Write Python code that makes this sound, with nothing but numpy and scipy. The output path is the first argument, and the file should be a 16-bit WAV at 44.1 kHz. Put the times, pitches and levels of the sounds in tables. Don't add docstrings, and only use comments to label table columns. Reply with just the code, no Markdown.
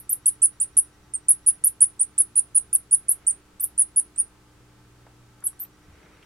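import sys
import numpy as np
from scipy import signal
from scipy.fft import rfft, irfft
from scipy.io import wavfile
from scipy.ndimage import uniform_filter1d

SR = 44100
rng = np.random.default_rng(int(sys.argv[2]) if len(sys.argv) > 2 else 0)


def store_wav(level_fs):
    pcm = np.round(np.clip(np.atleast_2d(level_fs), -1, 1) * 32767)
    wavfile.write(sys.argv[1], SR, pcm.T.astype(np.int16))


N = 275801
TIME = np.arange(N) / SR

# start in seconds, length in seconds, place of the crest from 0 to 1, crest in Hz,
# level in dB, swell from start to end in dB, attack in seconds, mouth crackle in dB, start pitch in Hz,
# room tail in dB, pitch in Hz at which the nook rings most from this head position, gain of that ring in dB.
SQUEAKS = [(-.066, .046, .68, 13420, -8.5, -7, .0014, 3, 7900, 0.5, 10390, -6),
           (0.0926, .041, 0.5, 12870, -12.5, 5, 0.0013, 3.5, 7900, 1, 10450, -5),
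           (0.2569, .036, .45, 11310, -8.5, -2, .0017, 0, 7890, -1, 9870, 0),
           (.418, .043, .5, 10160, -10, 1, .0013, 1, 7994, -0.5, 9600, -11),
           (.6, .039, 0.5, 9756, -14.5, -2, .0011, 4.5, 7260, -0.5, 10460, -17.5),
           (0.768, .032, .47, 11030, -9, -3, .0014, -2, 8600, 0, 9360, 1),
           (1.2831, .041, .42, 11190, -9, -2.5, .0012, -1, 8450, 0, 9626, -3),
           (1.4626, .04, .43, 10530, -10.5, -2.5, .0013, 1.5, 8820, 0.5, 9830, -4.5),
           (1.638, 0.044, .48, 11950, -9.5, -1.5, .0021, 1.5, 8440, -1, 10180, -4),
           (1.805, .041, .48, 10190, -9, 0, .0011, 1.5, 8137, -0.5, 9510, -2.5),
           (1.992, .041, .55, 9614, -13, 1.5, .007, 0, 7460, -1.5, 9660, -13),
           (2.1793, .043, .38, 11090, -10.5, -3, .0011, 0, 8220, -0.5, 9870, -5),
           (2.353, 0.046, .5, 10060, -12.5, 10.5, .006, 2, 8310, -2, 9660, -12.5),
           (2.545, .041, .36, 10020, -12.5, 11, .006, 2.5, 8325, -1.5, 10000, -10.5),
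           (2.7287, .0329, .5, 11640, -10, 6, .0014, -2.5, 8600, -0.5, 9350, -4),
           (2.9088, .042, .65, 10480, -12.5, 11.5, .003, 0, 8240, 0, 10430, -4.5),
           (3.083, 0.041, .65, 11540, -11, 5.5, .0014, -1.5, 8876, -0.5, 9750, -5),
           (3.2662, .045, .34, 9547, -10.6, -0.5, .0017, -2, 7630, -0.5, 9340, -6.5),
           (3.596, .049, .65, 13530, -16, 12, .0025, 5.5, 7930, 1.5, 10190, -10),
           (3.7771, .049, .47, 10260, -12, -0.5, .0019, 3, 8400, 0, 9920, -9.5),
           (3.96, .041, .46, 10490, -12, 4.5, .0014, -4, 8640, 0, 10430, -9)]
# start in seconds, length in seconds, place of the crest from 0 to 1,
# crest in Hz, relative level in dB, swell in dB, attack in seconds, relative mouth crackle in dB,
# start pitch in Hz, end pitch in Hz, roundness of the rise and of the fall as exponents.
PEEPS = [(1.137, 0.029, 0.25, 8970, -18, -2.5, .0014, -7, 9070, 8310, 1.3, 1.26),
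         (4.16, 0.0087, 0.55, 8370, -30.5, -11, 0.0013, 15, 7730, 8310, 1.5, 1.37),
         (4.178, 0.035, 0.64, 9620, -13.5, -0.5, 0.0027, -2, 9080, 8580, 1.2, 2.9),
         (5.439, 0.038, 0.55, 11670, -17, 10.5, 0.00124, 1.5, 10800, 7960, 0.58, 1.5),
         (5.5925, 0.0034, 0.99, 9600, -35, -9, 0.00098, 19.5, 8130, 9000, 1.3, 1.5),
         (5.596, 0.043, 0.61, 13930, -20.5, 0, 0.0046, 0, 10600, 11900, 1.8, 1.6)]
# crest in Hz, end pitch in Hz,
# roundness of the rise and of the fall as exponents.
ARCH_SHAPES = [(9534, 8850, 2.1, 2.2), (10136, 9400, 1.8, 2.05), (10900, 9400, 1.3, 1.3),
               (11850, 9300, 1.3, 1.2), (12950, 10200, 1.9, 2.2), (13500, 9700, 1.1, 2)]
# pitch in Hz, gain in dB.
DIRECT_COLOUR = [(7500, -8), (8400, -9), (8820, -0.5), (9040, -9), (9280, -5), (9600, -1.5), (9900, -2),
                 (10250, 2.5), (10750, -1), (11100, -9), (11750, -11), (12150, -6), (12700, -11.5),
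                 (13600, -10.5), (14000, -13)]
# delay at the left in seconds, delay at the right in seconds, gain in dB.
REFLECTIONS = [(.0021, 0.0019, -18), (.0043, .0039, -12), (.0072, .0078, -17.5)]
# pitch in Hz, typical gain in dB, t60 in seconds.
NOOK_MODES = [(8015, -15, .15), (9240, -13, .16), (9560, -14.5, .15), (9950, -15, .15), (10171, -14, 0.17),
              (10700, -17.5, .14), (10990, -14.5, .16)]
# pitch in Hz, left minus right in dB, lead of the left in radians.
SIDE_DIFFERENCES = [(7100, -1, 1.3), (8100, -6, 0), (8750, -2, 0.3), (9217, -3.5, -0.38),
                    (9315, -8.5, 0.82), (9610, -1.5, 0.8), (9800, -4, -1.93), (10180, 1, 0.1),
                    (10600, 0, -1.8), (10850, 3, 1.7), (11290, -3, -1.8), (12000, -3, -2),
                    (12150, 3.5, 0.7), (12540, 4, -1.1), (13000, -5, -1.9), (13600, 4, 0)]
# pitch in Hz, typical level in dB rms.
HUM_LINES = [(59.3, -64), (187, -70.5), (241, -79.5), (300.5, -65.5), (360, -75.5), (757, -83), (1082, -84),
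             (1200, -81), (1319, -74.5), (1545, -76.5)]
# time in seconds, level in dB rms.
DRONE_LEVEL = [(0, -62.5), (1.9, -65.5), (2.3, -61.5), (2.9, -64.5), (4.1, -70), (4.48, -64), (4.62, -58.5),
               (5.25, -57), (5.48, -63.5), (6.25, -75)]
# pitch in Hz, relative density in dB per Hz.
AIR_COLOUR = [(20, -2), (45, -2.5), (85, 1), (130, -2.5), (200, -4), (280, -10), (385, -4.5), (600, -13.5),
              (1300, -12), (1600, -14.5), (4000, -20.5), (9000, -23.5), (12500, -29.5), (15000, -33.5)]
# pitch in Hz, correlation.
AIR_LIKENESS = [(60, 0.898), (250, 0.904), (500, 0.85), (1200, .68), (2500, 0.25), (10000, 0.099)]
# pitch in Hz, width of each filter pass in Hz, level in dB rms.
FAN_RINGS = [(401, 27, -76), (866, 25, -72.5)]
# start in seconds, stop in seconds.
WHINE_SPANS = [(0, 1.7), (5.5, 6.25)]
WHINE_HARMONICS = [-70, -75, -71]
# start in seconds, noise level before the decay in dB rms,
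# centre in Hz, width of each filter pass in Hz, t60 in seconds.
KNOCKS = [(0.282, -51.5, 3150, 5000, 0.009), (0.778, -41.5, 2490, 5150, 0.0067),
          (1.312, -51, 801, 1015, 0.065), (1.8255, -47.5, 3000, 4070, 0.011),
          (2.7587, -51, 4000, 4000, .021), (2.95, -46, 5000, 3500, .008), (3.1215, -46.5, 5040, 3500, .008),
          (3.797, -46.5, 4456, 4980, 0.0055), (3.8265, -48.5, 5000, 3500, .008),
          (5.061, -58.5, 1497, 1099, 0.061), (5.066, -47.5, 705, 744, 0.064),
          (5.405, -49.5, 7535, 2200, 0.012), (5.423, -51, 1142, 800, 0.09), (5.484, -58, 3280, 1800, .05),
          (5.529, -51, 1200, 600, 0.027), (5.62, -58, 1600, 1600, .05), (5.648, -57.5, 2990, 2000, .05),
          (5.882, -48, 155.5, 59.96, .093), (6.039, -52, 150, 60, .15), (6.226, -50, 2850, 1205, 0.051)]
# start in seconds, length in seconds, attack in seconds, relative level in dB.
NOISE_SWELLS = [(3.002, 0.46, .1, -6), (5.8, 0.65, 0.19, -1.5), (5.995, 0.21, 0.094, -12)]
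# centre in Hz, width of each filter pass in Hz, relative level in dB.
SWELL_BANDS = [(420, 430, -64.5), (1343, 1345, -63.5), (2150, 1100, -66)]
# start in seconds, level before the decay in dB.
THUDS = [(5.882, -43.5), (5.927, -48)]

ARCH_DB = 3.5
STRAIN_HZ, STRAIN_JITTER_PER_HZ = 10620, .0000015
SCOOP_HZ, SNAP_HZ = 400, 1350
LEAP_HZ, LEAP_WIDTH_HZ = 10717, 110
LEAP_SHARE = .45
SETTLE = 1.544
ROOM_T60_S, ROOM_DB, ROOM_GAP_S = 0.088, -10, .003
RING_T60_S = .15
DRONE_HZ = 119.4
AIR_DB = -57.5
WHINE_PULSE_HZ, WHINE_FIRST_S, WHINE_DUTY = 10, .045, .36
SWELL_RELEASE_S = 0.13
THUD_HZ, THUD_T60_S = 82.4, 0.24
TOP_HZ = 16100


def undb(db):
    return 10 ** (np.asarray(db) / 20)


def unit(x):
    return x / np.sqrt(np.mean(x ** 2))


def die_away(t, t60):
    return np.exp(-np.log(1000) * t / t60)


def add(out, s, x):
    i = int(s * SR)
    x = x[..., max(-i, 0):N - i]
    first = max(i, 0)
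    out[..., first:first + x.shape[-1]] += x


def walk(rate, size):
    k = max(int(SR / rate), 1)
    held = np.repeat(rng.standard_normal(size // k + 1), k)
    smooth = uniform_filter1d(uniform_filter1d(held, k), k)
    return 1.18 * smooth[:size]


def band_noise(hz, width_hz, size):
    b, a = signal.iirpeak(min(hz, .45 * SR), hz / width_hz, fs=SR)
    once = signal.lfilter(b, a, rng.standard_normal(size))
    return unit(signal.lfilter(b, a, once))


def along(points, hz):
    f, value = np.transpose(points)
    return np.interp(np.log(hz + 1), np.log(f), value)


def arch_shape(crest_hz):
    crests, *columns = np.transpose(ARCH_SHAPES)
    return [np.interp(crest_hz, crests, column) for column in columns]


def squeak(length, crest, crest_hz, swell_db, attack_s, start_hz, end_hz, rise_bend, fall_bend,
           scoop_hz, snap_hz, leap, settle,
           scoop_s=.0012, snap_s=0.00099, release_s=0.0012, jitter=0.0021, shimmer_db=2.5, rasp_db=-39,
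           break_db=-16, break_s=0.0031, break_hz=7900, break_width_hz=2000, rasp_low_hz=5400,
           stop_break_db=2, overtone_db=-27, overtone_below_hz=8450):
    t = np.arange(int((length + release_s) * SR)) / SR
    u = t / length
    rise = np.clip(1 - u / crest, 0, 1) ** rise_bend
    past_crest = np.clip((u - crest) / max(1 - crest, .05), 0, 1)
    fall = 1 - (1 - past_crest ** fall_bend) ** settle
    hz = crest_hz + (start_hz - crest_hz) * rise
    leapt = (1 + np.tanh((hz - LEAP_HZ) / LEAP_WIDTH_HZ)) / 2
    hz = hz + leap * (crest_hz - hz) * leapt
    hz = hz + (end_hz - crest_hz) * fall
    hz = hz - scoop_hz * np.exp(-t / scoop_s) - snap_hz * (1 + np.tanh((t - length) / snap_s))
    unsteady = jitter + STRAIN_JITTER_PER_HZ * np.maximum(hz - STRAIN_HZ, 0)
    phase = 2 * np.pi * np.cumsum(hz * (1 + unsteady * walk(900, len(t)))) / SR
    overtone = undb(overtone_db) * np.clip((overtone_below_hz - hz) / 400, 0, 1) * (u < crest)
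    tone = np.sqrt(2) * (np.sin(phase) + overtone * np.sin(2 * phase))
    rasp = undb(rasp_db) * band_noise(9280, 1800, len(t))
    edges = np.exp(-t / break_s) + undb(stop_break_db) * np.exp(-np.abs(t - length) / break_s)
    rasp = rasp + undb(break_db) * edges * band_noise(break_hz, break_width_hz, len(t))
    rasp = signal.sosfilt(signal.butter(2, rasp_low_hz, "high", fs=SR, output="sos"), rasp)
    db = swell_db * (u - .5) - ARCH_DB * (2 * u - 1) ** 2 + shimmer_db * walk(610, len(t))
    gate = np.clip(t / attack_s, 0, 1) * np.clip((t[-1] - t) / (2 * release_s), 0, 1)
    return (tone + rasp) * undb(db) * np.sin(np.pi / 2 * gate) ** 2


def mouth(length, tick_s=0.0048, opening_db=-3, between_db=-7, crackle_db=7, low_hz=1700, high_hz=6000,
          closing_lag_s=0.0063):
    t = np.arange(int((length + .03) * SR)) / SR
    opening = undb(opening_db) * np.exp(-t / tick_s)
    closing = np.exp(-np.abs(t - length - closing_lag_s) / tick_s)
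    shape = opening + closing + undb(between_db) * (t < length)
    ragged = undb(crackle_db * np.tanh(walk(600, len(t))))
    grains = unit(rng.standard_normal(len(t)) * ragged)
    band = signal.butter(3, [low_hz, high_hz], "band", fs=SR, output="sos")
    return signal.sosfilt(band, grains * shape)


def room(tail_db, likeness=0.05, bright_hz=10200, bright_width_hz=2900, linger_db=-20, linger_t60_s=0.21,
         linger_hz=9850, linger_width_hz=1100, patchy_db=3):
    t = TIME[:SR // 4]
    hz = np.fft.rfftfreq(len(t), 1 / SR)
    cepstrum = irfft(np.log(undb(along(DIRECT_COLOUR, hz))), len(t))
    cepstrum[1:] *= 2 * (t[1:] < t[-1] / 2)
    direct = irfft(np.exp(rfft(cepstrum)), len(t))
    shared, left, right = rng.standard_normal((3, len(t)))
    share = np.clip(likeness, 0, 1)
    diffuse = np.sqrt(share) * shared + np.sqrt(1 - share) * np.array([left, right])
    diffuse = diffuse * unit(undb(patchy_db * np.tanh(walk(380, len(t)))))
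    diffuse = signal.lfilter(*signal.iirpeak(bright_hz, bright_hz / bright_width_hz, fs=SR), diffuse)
    decay = die_away(t, ROOM_T60_S) * (t > ROOM_GAP_S)
    ring = signal.lfilter(*signal.iirpeak(linger_hz, linger_hz / linger_width_hz, fs=SR), diffuse)
    tail = diffuse * decay + undb(linger_db) * ring * die_away(t, linger_t60_s)
    near = np.zeros((2, len(t)))
    for *delays, db in REFLECTIONS:
        near += undb(db) * np.array([np.roll(direct, int(s * SR)) for s in delays])
    return direct + near + undb(ROOM_DB + tail_db) * tail / np.linalg.norm(decay)


def resonance(hz, db, t60):
    t, rate = TIME[:SR // 4], np.log(1000) / t60
    turns = hz * t + rng.random((2, 1))
    return undb(db) * 2 * rate / SR * np.exp(-rate * t) * np.sin(2 * np.pi * turns)


def nook(scatter_db=1.0):
    return sum(resonance(hz, db + scatter_db * rng.standard_normal(), t60) for hz, db, t60 in NOOK_MODES)


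def add_call(out, s, db, voice, crackle, path, loudness_db=-2.5, crackle_level_db=-30.0):
    for sound in (voice, undb(crackle_level_db) * crackle):
        add(out, s, undb(loudness_db + db) * signal.fftconvolve(path, sound[None], axes=1))


def off_axis(x):
    hz = np.fft.rfftfreq(N, 1 / SR)
    half = np.array([[.5], [-.5]])
    db, lead = (along(np.array(SIDE_DIFFERENCES)[:, [0, k]], hz) for k in (1, 2))
    response = irfft(undb(half * db) * np.exp(1j * half * lead), N)
    brief = np.exp(-(np.minimum(TIME, N / SR - TIME) / .004) ** 2)
    return irfft(rfft(x) * rfft(response * brief), N)


def mouse():
    out = np.zeros((2, N))
    for (s, length, crest, crest_hz, db, swell_db, attack_s, crackle_db, start_hz,
         tail_db, ring_hz, ring_db) in SQUEAKS:
        voice = squeak(length, crest, crest_hz, swell_db, attack_s, start_hz, *arch_shape(crest_hz),
                       SCOOP_HZ, SNAP_HZ, LEAP_SHARE, SETTLE)
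        crackle = undb(crackle_db) * mouth(length)
        path = room(tail_db) + nook() + resonance(ring_hz, ring_db, RING_T60_S)
        add_call(out, s, db, voice, crackle, path)
    for s, length, crest, crest_hz, db, swell_db, attack_s, crackle_db, start_hz, *glide in PEEPS:
        voice = squeak(length, crest, crest_hz, swell_db, attack_s, start_hz, *glide,
                       scoop_hz=0, snap_hz=0, leap=0, settle=1)
        crackle = undb(crackle_db) * mouth(length)
        add_call(out, s, db, voice, crackle, room(tail_db=0) + nook())
    return off_axis(out)


def hum(waver_db=1., drift=.002):
    out = 0
    for hz, db in HUM_LINES:
        steadier = min(1, 300 / hz)
        phase = 2 * np.pi * np.cumsum(hz * (1 + drift * walk(3, N) * steadier)) / SR
        out = out + np.sqrt(2) * np.sin(phase) * undb(db + waver_db * walk(7.4, N))
    return out


def drone():
    level = undb(np.interp(TIME, *np.transpose(DRONE_LEVEL)))
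    return np.sqrt(2) * level * np.sin(2 * np.pi * DRONE_HZ * TIME)


def air(swell_db=-0.04):
    hz = np.fft.rfftfreq(N, 1 / SR)
    likeness = np.clip(along(AIR_LIKENESS, hz), 0, 1)
    colour = undb(along(AIR_COLOUR, hz))
    mid, side = (irfft(rfft(rng.standard_normal(N)) * colour * np.sqrt(1 + sign * likeness), N)
                 for sign in (1, -1))
    return unit(np.array([mid + side, mid - side])) * undb(AIR_DB + swell_db * walk(6, N))


def fan():
    return sum(undb(db) * np.array([band_noise(hz, width_hz, N) for _ in range(2)])
               for hz, width_hz, db in FAN_RINGS)


def whine(hz=1920, edge=0.08):
    running = sum((TIME > start) & (TIME < stop) for start, stop in WHINE_SPANS)
    from_centre = np.abs((WHINE_PULSE_HZ * (TIME - WHINE_FIRST_S) + .5) % 1 - .5)
    pulses = np.clip(.5 + (WHINE_DUTY / 2 - from_centre) / edge, 0, 1)
    tone = sum(undb(db) * np.sin(2 * np.pi * k * hz * TIME) for k, db in enumerate(WHINE_HARMONICS, 1))
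    return running * pulses * tone


def bumps(attack_share=0.0092):
    out, t = np.zeros(N), TIME[:SR // 3]
    for s, db, hz, width_hz, t60 in KNOCKS:
        envelope = die_away(t, t60) * (1 - np.exp(-t / (attack_share * t60)))
        add(out, s, undb(db) * envelope * band_noise(hz, width_hz, len(t)))
    return out


def noise_swells(flutter_db=-0.8, apart_db=-7, grain_db=2.0):
    swell = 0
    for s, length, attack, db in NOISE_SWELLS:
        fades = np.minimum((TIME - s) / attack, (s + length - TIME) / SWELL_RELEASE_S)
        swell = swell + undb(db) * np.clip(fades, 0, 1)
    mid, side = (sum(undb(db) * band_noise(hz, width_hz, N) for hz, width_hz, db in SWELL_BANDS)
                 for _ in range(2))
    uneven = undb(flutter_db * walk(40, N) + grain_db * walk(500, N))
    return swell * uneven * (mid + undb(apart_db) * side * np.array([[1], [-1]]))


def thud():
    out = np.zeros(N)
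    ring = die_away(TIME, THUD_T60_S) * np.sin(2 * np.pi * THUD_HZ * TIME)
    for s, db in THUDS:
        add(out, s, undb(db) * ring)
    return out


def scene():
    background = hum() + drone() + air() + fan() + whine()
    return mouse() + background + bumps() + noise_swells() + thud()


def record(dry):
    return signal.sosfilt(signal.ellip(8, .2, 60, TOP_HZ, fs=SR, output="sos"), dry)


dry = scene()
out = record(dry)
store_wav(out)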